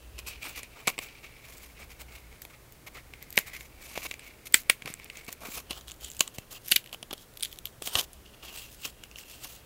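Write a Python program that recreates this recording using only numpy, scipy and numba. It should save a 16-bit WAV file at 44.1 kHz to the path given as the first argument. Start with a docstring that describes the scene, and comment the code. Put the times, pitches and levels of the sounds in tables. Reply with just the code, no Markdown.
"""Fingers prise open a small paperboard carton close to a phone, in a quiet room.
Steady hiss, a wavering low hum and the faint rub of the holding hand (filtered noise) come first.
Then skin rubs the card in grainy noise bursts, and glue spots and creases let go in snaps: ragged
slips that excite the hollow and the walls, with a short diffuse room tail. From 3.3 s the seam also
peels in random ticks, and from 4 s fingertips bump the body, each push exciting one damped mode."""
import sys
import numpy as np
from scipy import signal
from scipy.fft import rfft, irfft, next_fast_len
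from scipy.io import wavfile
from scipy.ndimage import uniform_filter1d
from numba import njit

SR = 44100
rng = np.random.default_rng(int(sys.argv[2]) if len(sys.argv) > 2 else 0)


def transcribe(u):
    """Save the signal u as a 16-bit wav file named by the first command-line argument.

    u: samples, shape (n,) or (channels, n), limited to [-1, 1]; the rate is SR.
    q: integer samples, one column per channel.
    """
    v = np.clip(np.atleast_2d(u).T, -1, 1)
    q = np.round(v * 32767).astype(np.int16)
    wavfile.write(sys.argv[1], SR, q)


def boost_factor(decibels):
    """Convert a level in decibels to a linear amplitude factor."""
    exponent = np.asarray(decibels, float) / 20
    return 10 ** exponent


N = 425565  # samples, 9.65 s


def level(x, db):
    """Level setting: scale to an rms level."""
    return x * boost_factor(db) / np.sqrt(np.mean(x ** 2))


def peak(x, db):
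    """Level setting: scale to a peak level."""
    return x * boost_factor(db) / np.abs(x).max()


def curve(table):
    """Linear interpolation: the columns after the time column, one value a sample."""
    time_s, *columns = np.transpose(table)
    return [np.interp(np.arange(N) / SR, time_s, column) for column in columns]


def steps(rate_hz):
    """Random modulation: normal levels (spread 1 before smoothing) held 1 / rate_hz s, quick changes."""
    hold = int(SR / rate_hz)
    held = np.repeat(rng.standard_normal(N // hold + 1), hold)
    return uniform_filter1d(held, max(hold // 4, 1))[:N]


@njit
def svf(x, hz, width):
    """Second-order resonance: state-variable band-pass, movable centre, gain 1 at the centre."""
    y, b, l = np.empty(len(x)), 0., 0.
    for i in range(len(x)):
        g, k = np.tan(np.pi * hz[i] / SR), width / hz[i]
        v = (b + g * (x[i] - l)) / (1 + g * (g + k))
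        b, l, y[i] = 2 * v - b, l + 2 * g * v, k * v
    return y


def band(x, hz, width_hz):
    """Simple resonance: one mode at a fixed or moving frequency."""
    centre_hz = np.clip(hz * np.ones(len(x)), 20., .45 * SR)
    return svf(x + 1e-18, centre_hz, float(width_hz))


def steep(x, hz, width_hz):
    """Cascaded resonance: two equal band-passes in series give steep skirts."""
    return band(band(x, hz, width_hz), hz, width_hz)


# Spectrum of the hiss, relative: frequency [Hz], density [dB per Hz]
HISS_SPECTRUM = [(15, -26), (25, 12.5), (71, -2.5), (464, -2), (868, -8.5), (1860, -11), (2520, -14),
                 (4980, -17.5), (14400, -17), (15700, -17), (17000, -37)]
# Swell of the hum: start_s [s], level_db [dB rms]
HUM_SWELL = [(0.0, -59), (0.16, -45.5), (0.56, -59.5), (1.4, -61.5), (1.8, -52.5), (2.74, -60),
             (3.98, -56.5), (4.89, -65), (5.75, -56.5), (6.07, -53.5), (6.4, -73), (7.69, -63), (8.3, -56),
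             (9.65, -62)]
HISS_DB = -56
HUM_HZ, HUM_WIDTH_HZ = 58.3, 21


def background():
    """Stationary and narrow-band noise: steady coloured hiss, and a low hum that swells and wavers."""
    n = next_fast_len(N)
    hz, db = np.transpose(HISS_SPECTRUM)
    bin_hz = np.arange(n // 2 + 1) * SR / n
    colour = boost_factor(np.interp(np.log(bin_hz + 1), np.log(hz), db))
    hiss = irfft(rfft(rng.standard_normal(n)) * colour, n)[:N]
    hum = steep(rng.standard_normal(N), HUM_HZ, HUM_WIDTH_HZ)
    second_harmonic = band(rng.standard_normal(N), 2 * HUM_HZ, 25.)
    swelling_hum = boost_factor(curve(HUM_SWELL)[0]) * level(hum, 0)
    return level(hiss, HISS_DB) + swelling_hum + level(second_harmonic, -63.0)


# Modes of the card walls: pitch_hz [Hz], base_width_hz [Hz, before widening], level_db [dB, relative]
CARD_MODES = [(390, 610, -5), (730, 660, -6), (1080, 195, -5.5), (4190, 3900, 15), (6900, 3530, 16),
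              (8300, 190, -8), (10000, 2900, 15.5), (11510, 840, 10.5), (14300, 2050, 21)]


def panel(x, low, bend=1):
    """Modal superposition: the walls ring at their low or high modes; bending the card shifts them."""
    ringing = 0
    for hz, width_hz, db in CARD_MODES:
        if (hz < 1500) == low:
            ringing = ringing + boost_factor(db) * steep(x, bend * hz, 1.5 * width_hz)
    return ringing


# Hollow of the box, ringing higher as its flap opens:
# start_s [s], pitch_hz [Hz], hold_db [dB, mean of the faint rub of the holding hand]
HOLLOW = [(0.0, 2880, -64), (0.51, 2490, -57), (1.3, 2420, -59.5), (2.5, 2300, -67), (2.74, 2280, -72.5),
          (3.52, 2210, -59), (3.72, 2390, -66.5), (4.06, 2460, -55), (4.45, 2320, -66.5),
          (5.13, 2350, -57.5), (5.5, 2430, -72), (5.86, 3550, -73), (6.42, 2860, -65.5), (6.93, 3145, -83),
          (7.3, 3630, -91), (8.3, 3030, -64.5), (8.57, 2920, -60), (9.65, 2920, -66)]
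# How well the contact reaches the walls; it drops while only the free flap is pulled:
# start_s [s], level_db [dB, relative]
WALL_COUPLING = [(0, -8.5), (1.0, -1), (1.9, 1), (3.0, -1), (3.45, -6.5), (3.97, -2.5), (4.55, -14),
                 (4.87, -1), (5.1, -8.5), (5.45, 0), (6.05, -8), (6.4, -1.5), (6.62, -7), (6.72, -10),
                 (6.78, -20), (6.87, -26), (6.92, -3), (7.14, -1.5), (7.3, -39), (7.66, -9.5), (7.82, -1.5),
                 (8.9, -6.5), (9.65, -1)]
# Skin sliding and fibres tearing, levels at full press before the random grain changes:
# start_s [s], length_s [s], hollow_db [dB, also drives the walls], bright_db [dB]
STROKES = [(0.179, 0.027, -46, -47), (0.261, 0.057, -44.5, -43), (0.305, 0.066, -51.5, -56.5),
           (0.405, 0.11, -45.5, -46.5), (0.492, 0.074, -56.5, -57), (0.556, 0.056, -47, -46),
           (0.747, 0.1, -55, -58), (0.87, 0.037, -39.5, -42), (1.008, 0.072, -53, -48),
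           (1.226, 0.049, -57, -59), (1.405, 0.34, -63.5, -55.5), (1.784, 0.076, -55, -57),
           (1.893, 0.048, -60.5, -54), (1.989, 0.048, -57, -47.5), (2.08, 0.14, -61, -57.5),
           (2.305, 0.071, -64, -64), (2.49, 0.066, -59.5, -62), (2.863, 0.026, -46.5, -50.5),
           (2.933, 0.079, -51, -54), (3.207, 0.036, -55, -70), (3.459, 0.046, -47.5, -47),
           (3.527, 0.051, -55, -49.5), (3.562, 0.12, -62, -56.5), (3.779, 0.23, -56, -51.5),
           (3.952, 0.017, -44, -41), (3.958, 0.1, -53.5, -48.5), (4.029, 0.029, -50, -47),
           (4.048, 0.023, -39, -41.5), (4.06, 0.082, -72, -54), (4.216, 0.093, -56, -59.5),
           (4.452, 0.031, -51.5, -46.5), (4.548, 0.083, -64, -44), (4.854, 0.085, -53, -50),
           (5.053, 0.012, -45.5, -66), (5.114, 0.13, -59.5, -58), (5.277, 0.022, -44, -43),
           (5.297, 0.048, -58, -53), (5.404, 0.042, -49.5, -51), (5.44, 0.056, -46.5, -46),
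           (5.488, 0.08, -55.5, -46), (5.535, 0.075, -45.5, -40.5), (5.596, 0.04, -67, -58),
           (5.693, 0.045, -46.5, -48), (5.727, 0.077, -50.5, -53), (5.865, 0.065, -55, -57),
           (6.003, 0.092, -52.5, -47), (6.11, 0.071, -71, -58), (6.251, 0.04, -55, -59),
           (6.338, 0.029, -59, -49.5), (6.502, 0.084, -50.5, -46.5), (6.63, 0.12, -75, -51),
           (6.698, 0.042, -57, -33.5), (6.714, 0.052, -56, -47), (6.93, 0.021, -50, -45),
           (7.106, 0.014, -43.5, -69), (7.157, 0.1, -60, -58), (7.43, 0.028, -56, -52),
           (7.46, 0.13, -63, -60), (7.814, 0.051, -64, -49), (7.85, 0.049, -48.5, -38),
           (7.893, 0.11, -43, -39.5), (7.957, 0.028, -39.5, -40), (7.98, 0.035, -36, -36),
           (8.005, 0.05, -52, -46.5), (8.334, 0.019, -54, -57), (8.424, 0.038, -44, -51),
           (8.444, 0.16, -54, -54.5), (8.527, 0.15, -55.5, -49), (8.627, 0.29, -89, -54),
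           (8.814, 0.097, -47.5, -46.5), (8.847, 0.019, -36.5, -39), (8.882, 0.005, -45, -55),
           (9.159, 0.082, -56, -50), (9.23, 0.28, -62, -52), (9.419, 0.045, -53, -47),
           (9.462, 0.15, -62.5, -51.5)]


def rub():
    """Stick-slip friction: skin catches on fibres in uneven dense grains, coloured by hollow and walls."""
    ring_hz, hold_db = curve(HOLLOW)
    press = np.zeros((3, N + SR))  # hollow, walls, fibres
    for start_s, length_s, hollow_db, bright_db in STROKES:
        i = int(start_s * SR)
        u = np.linspace(0, 1, max(int(length_s * SR), 2))
        # the finger presses in, slides and lets go
        shape = np.clip(u / 0.23, 0, 1) * np.clip((1 - u) / 0.38, 0, 1) ** 0.64
        gains = boost_factor(np.array([hollow_db, hollow_db, bright_db]))
        press[:, i:i + len(u)] += gains[:, None] * shape
    press = press[:, :N]
    press[1] *= boost_factor(curve(WALL_COUPLING)[0])
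    press[0] += boost_factor(hold_db + 3.44 * steps(20.0))

    # exponential sample-by-sample peaks make the grains
    grip = boost_factor(2. * steps(120.) + 1.1 * steps(400.) + 2.6 * rng.exponential(size=N))
    air, wall, fibre = rng.standard_normal((3, N)) * grip
    bend = 1 + 0.087 * steps(25.)
    # two close modes of the hollow over a broader one
    hollow = level(steep(air, 0.961 * ring_hz, 410.0), 0)
    hollow = hollow + level(steep(air, 1.066 * ring_hz, 730.0), -1.9)
    hollow = hollow + level(steep(air, 1.234 * ring_hz, 3700.0), 0.11)
    walls, fibres = panel(wall, True, bend), panel(fibre, False, bend)
    # each part of the box is pressed a little differently from moment to moment
    return sum(p * level(layer, 0) * boost_factor(2.5 * steps(60.))
               for p, layer in zip(press, (hollow, walls, fibres)))


ROOM_DB, ROOM_T60_S, ROOM_RISE_S = -24, 0.13, 0.002


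def room(x):
    """Diffuse reverberation: table and near walls return an exponentially decaying noise tail."""
    t = np.arange(SR // 4) / SR
    rise = 1 - np.exp(-t / ROOM_RISE_S)
    tail = rng.standard_normal(len(t)) * rise * np.exp(-t * np.log(1000) / ROOM_T60_S)
    response = boost_factor(ROOM_DB) * tail / np.sqrt(np.sum(tail ** 2))
    return signal.fftconvolve(x, response)[:N]


# Creases and glue spots letting go:
# start_s [s], ring_db [dB peak, hollow], crack_db [dB peak], crack_hz [Hz, centre],
# slip_s [s, time for the slip to fall 60 dB]
SNAPS = [(0.1895, -27.5, -29.5, 7940, 0.0064), (0.632, -27.5, -27.5, 8700, 0.0067),
         (0.8731, -11.5, -15.5, 11300, 0.0039), (0.8766, -7.5, -15, 8300, 0.0092),
         (0.882, -13, -12.5, 7300, 0.0047), (0.9798, -22.5, -45, 6600, 0.0096),
         (0.9887, -17.5, -23, 8000, 0.0101), (2.4195, -36, -28, 14000, 0.0056),
         (2.451, -33, -31, 12000, 0.0074), (2.7231, -50, -37, 14400, 0.004),
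         (3.137, -30.5, -47, 8800, 0.0024), (3.2262, -43, -30, 13200, 0.0054),
         (3.3046, -48, -30, 13400, 0.011), (3.327, -37, -27, 13800, 0.0066),
         (3.3582, -44, -30, 13800, 0.006), (3.3719, -33, -12, 14300, 0.0039),
         (3.3762, -2, -20, 9100, 0.012), (3.3879, -17.5, -12, 11800, 0.0039),
         (3.6082, -30.5, -36, 6400, 0.0094), (3.9764, -22.5, -33, 6100, 0.0085),
         (4.1119, -19.5, -37, 6300, 0.014), (4.14, -28, -32, 7200, 0.0092),
         (4.1937, -35.5, -34, 8950, 0.01), (4.5242, -53, -30, 13800, 0.0062), (4.5422, 1.5, 4, 7970, 0.014),
         (4.698, 1, -0.5, 9500, 0.016), (4.8213, -28, -47, 10100, 0.0081), (4.8583, -26, -33, 10900, 0.014),
         (4.8755, -24.5, -37, 10000, 0.0088), (4.998, -31.5, -49, 8500, 0.014),
         (5.0996, -28.5, -60, 8700, 0.0103), (5.1716, -38, -28.5, 7460, 0.0063),
         (5.7078, -22, -24, 10000, 0.019), (5.8103, -36.5, -36, 5740, 0.0039),
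         (5.8816, -34, -32, 9100, 0.0044), (5.8988, -37, -38, 8100, 0.0089),
         (5.9173, -32.5, -27.5, 7550, 0.0069), (6.0458, -37, -26, 7700, 0.0081),
         (6.1013, -44, -28.5, 7400, 0.0046), (6.1168, -43, -32, 7600, 0.0054),
         (6.1674, -44, -32, 8100, 0.004), (6.194, -31, -20, 7500, 0.0059), (6.2066, -6, -2, 7240, 0.013),
         (6.2771, -29, -23.5, 7400, 0.0085), (6.384, -25, -25.5, 6650, 0.0104),
         (6.6605, -48, -35, 11300, 0.0074), (6.6828, -44, -23, 11800, 0.0051),
         (6.7157, -15.5, -6, 11900, 0.0026), (6.7193, -6, -7.5, 9370, 0.02),
         (6.7598, -15, -11.5, 10600, 0.021), (6.7615, -7, -7.5, 13000, 0.015),
         (6.8416, -40, -38, 11400, 0.0064), (6.8607, -34.5, -38, 12500, 0.0053),
         (6.8736, -39, -46, 11600, 0.0071), (6.893, -43, -52, 10600, 0.0066),
         (6.914, -47, -56, 7800, 0.0063), (6.9283, -26, -32, 11900, 0.0089),
         (6.9454, -25.5, -36, 10800, 0.0056), (7.0282, -25.5, -31.5, 9900, 0.012),
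         (7.1095, -27, -43, 6400, 0.0075), (7.129, -25, -25, 12100, 0.016), (7.1348, -26, -28, 10000, 0.01),
         (7.179, -39, -40, 8800, 0.0063), (7.3746, -50, -36, 13100, 0.0051),
         (7.3992, -40, -42, 8200, 0.004), (7.408, -32, -29, 8300, 0.0069), (7.4263, -26, -17, 10200, 0.012),
         (7.4324, -16, -13.5, 9400, 0.0048), (7.4494, -24, -22, 11200, 0.006),
         (7.4558, -25, -34, 10000, 0.011), (7.5277, -32, -34, 12100, 0.0067),
         (7.6555, -27, -18, 13100, 0.0051), (7.6708, -31, -42, 11900, 0.0081),
         (7.8224, -25, -20.5, 8800, 0.0048), (7.8738, -19.5, -26, 9500, 0.016),
         (7.9536, -8, -19.5, 6900, 0.017), (8.1318, -52.5, -33, 10600, 0.0067),
         (8.854, -25.5, -20, 5760, 0.0056), (9.0368, -30, -36, 5540, 0.0057),
         (9.1133, -35.5, -43, 5600, 0.0039), (9.1583, -32, -42, 5600, 0.0056),
         (9.1857, -32, -32, 5450, 0.007)]
CREEP_DB, CREEP_S = -21.5, .0015  # the glue stretches just before it gives; the creep dies away after
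SETTLE_DB, SETTLE_T60_S = -28.5, 0.13  # loose fibres rustle on afterwards
THUD_DB = -6.5  # wall thud relative to the ring, before the wall coupling
SPREAD_DB, SPREAD_PER_DB = 8.5, 2.15  # a tearing snap spreads the ring; a clean pop keeps it narrow


def snaps():
    """Impulsive excitation: a creep, a ragged slip and a settling rustle drive the hollow and walls."""
    lead = SR // 100  # the creep begins 10 ms ahead of the slip
    out = np.zeros(N + SR)
    t = (np.arange(SR // 10) - lead) / SR
    after = np.maximum(t, 0)
    rise = 1 - np.exp(-after / 0.00024)
    creep = boost_factor(CREEP_DB) * np.exp(-np.abs(t) / CREEP_S)
    settle = boost_factor(SETTLE_DB) * np.exp(-after * np.log(1000) / SETTLE_T60_S)
    chance = rng.standard_normal((len(SNAPS), 2, len(t)))
    ring_hz, coupling_db = curve(HOLLOW)[0], curve(WALL_COUPLING)[0]
    for (start_s, ring_db, crack_db, crack_hz, slip_s), (a, b) in zip(SNAPS, chance):
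        i = int(start_s * SR)
        fade = np.exp(-after * np.log(1000) / np.clip(slip_s, .0005, .04))
        ragged = a * boost_factor(2.0 * b)
        push = (rise * (fade + settle) + creep) * ragged

        spread_db = SPREAD_DB + SPREAD_PER_DB * np.clip(crack_db - ring_db, -12, 0)
        narrow = peak(band(push, 0.967 * ring_hz[i], 372.0), 0)
        ring = narrow + peak(steep(push, ring_hz[i], 3040.0), spread_db)

        # the fibres part in the first instant, at randomly shifted card modes
        crack = panel((rise * fade ** 2.38 + creep) * ragged, False, 1 + 0.12 * b[0])
        rustle = panel(rise * settle * ragged, False) / np.abs(crack).max()
        # a small crease favours card modes near its own pitch
        favoured = peak(steep(crack, crack_hz, 3070.0), 0)
        crack = favoured + peak(crack, -0.52) + boost_factor(2.0) * rustle

        # the soft walls follow more slowly than the crease itself
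        thud = panel(uniform_filter1d(push, size=5), True, 1 + 0.029 * b[-1])
        thud = peak(thud, ring_db + THUD_DB + coupling_db[i])
        out[i:i + len(t)] += peak(ring, ring_db) + peak(crack, crack_db) + thud
    return out[lead:N + lead]


# The glued seam peeling fibre by fibre:
# start_s [s], end_s [s], rate [mean ticks per s], level_db [dB, base before the random tick size],
# pitch_hz [Hz, lifted flap]
PEELS = [(3.29, 3.37, 80, -65, 12800), (4.56, 4.683, 60, -39.5, 11900), (4.9, 5.346, 40, -45.5, 7700),
         (5.87, 6.2, 90, -45, 7100), (6.6, 6.761, 150, -47, 9000), (7.32, 7.597, 80, -46.5, 10600)]
FLAP_WIDTH_HZ = 2160  # of each of the two cascaded band-passes
FLAP_HISS_DB = -18  # finest fibres tearing between the ticks, relative to the base tick level


def peel():
    """Random impulse process: single fibres let go in brief uneven ticks that ring flap, card and hollow."""
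    ticks, hiss, flap_hz = np.zeros(N), np.zeros(N), np.full(N, 8000.)
    when, size = rng.random(N), rng.exponential(size=N)
    for start_s, end_s, rate, db, hz in PEELS:
        span = slice(int(start_s * SR), int(end_s * SR))
        ticks[span] = (when[span] < rate / SR) * boost_factor(db + 5.5 * size[span])
        hiss[span] = boost_factor(db + FLAP_HISS_DB)
        flap_hz[span] = hz
    # each tick is noise decaying with a 0.43 ms time constant
    decay = np.exp(-1 / (0.00043 * SR))
    ticks = signal.lfilter([1], [1, -decay], ticks) * rng.standard_normal(N)
    hiss = hiss * boost_factor(4.27 * steps(40.)) * rng.standard_normal(N)
    flap = steep(ticks + hiss, flap_hz, FLAP_WIDTH_HZ)
    card = boost_factor(-16.0) * panel(ticks, False)
    hollow = band(ticks, curve(HOLLOW)[0], 1200.0)
    return flap + card + hollow


# Fingertips bumping the box body: start_s [s], level_db [dB peak], pitch_hz [Hz, thump]
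KNOCKS = [(3.9762, -23, 645), (4.853, -36, 136), (4.902, -36, 140), (5.283, -36, 166), (5.486, -32.5, 245),
          (5.707, -31, 314), (6.385, -31.5, 108), (6.923, -57, 116), (7.13, -31.5, 382), (7.82, -31.5, 480),
          (7.955, -27, 90.5)]


def knocks():
    """Damped free vibration: a soft fingertip push sets the whole box thumping at one broad mode."""
    out, t = np.zeros(N + SR), np.arange(SR // 12) / SR
    push = t * np.exp(-t / 0.00018)
    for start_s, db, hz in KNOCKS:
        i = int(start_s * SR)
        out[i:i + len(t)] += peak(band(push, hz, 0.69 * hz), db)
    return out[:N]


def scene():
    """Superposition: the carton close to the microphone, its room tail, and the background."""
    carton = snaps() + knocks() + peel() + rub()
    return (carton + room(carton) + background())[None]


def roll_off(x):
    """The treble ends steeply here."""
    return signal.sosfilt(signal.butter(12, 17150, fs=SR, output="sos"), x)


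def record(dry):
    """Band limiting and saturation: the phone cuts the very top and rounds the loudest snaps."""
    low_pass = signal.ellip(8, .2, 40, 15750, fs=SR, output="sos")  # order, ripple dB, stop dB, Hz
    limited = signal.sosfilt(low_pass, dry)
    mix = .88 * np.tanh(limited / .88)
    return roll_off(mix)


dry = scene()
out = record(dry)
transcribe(out)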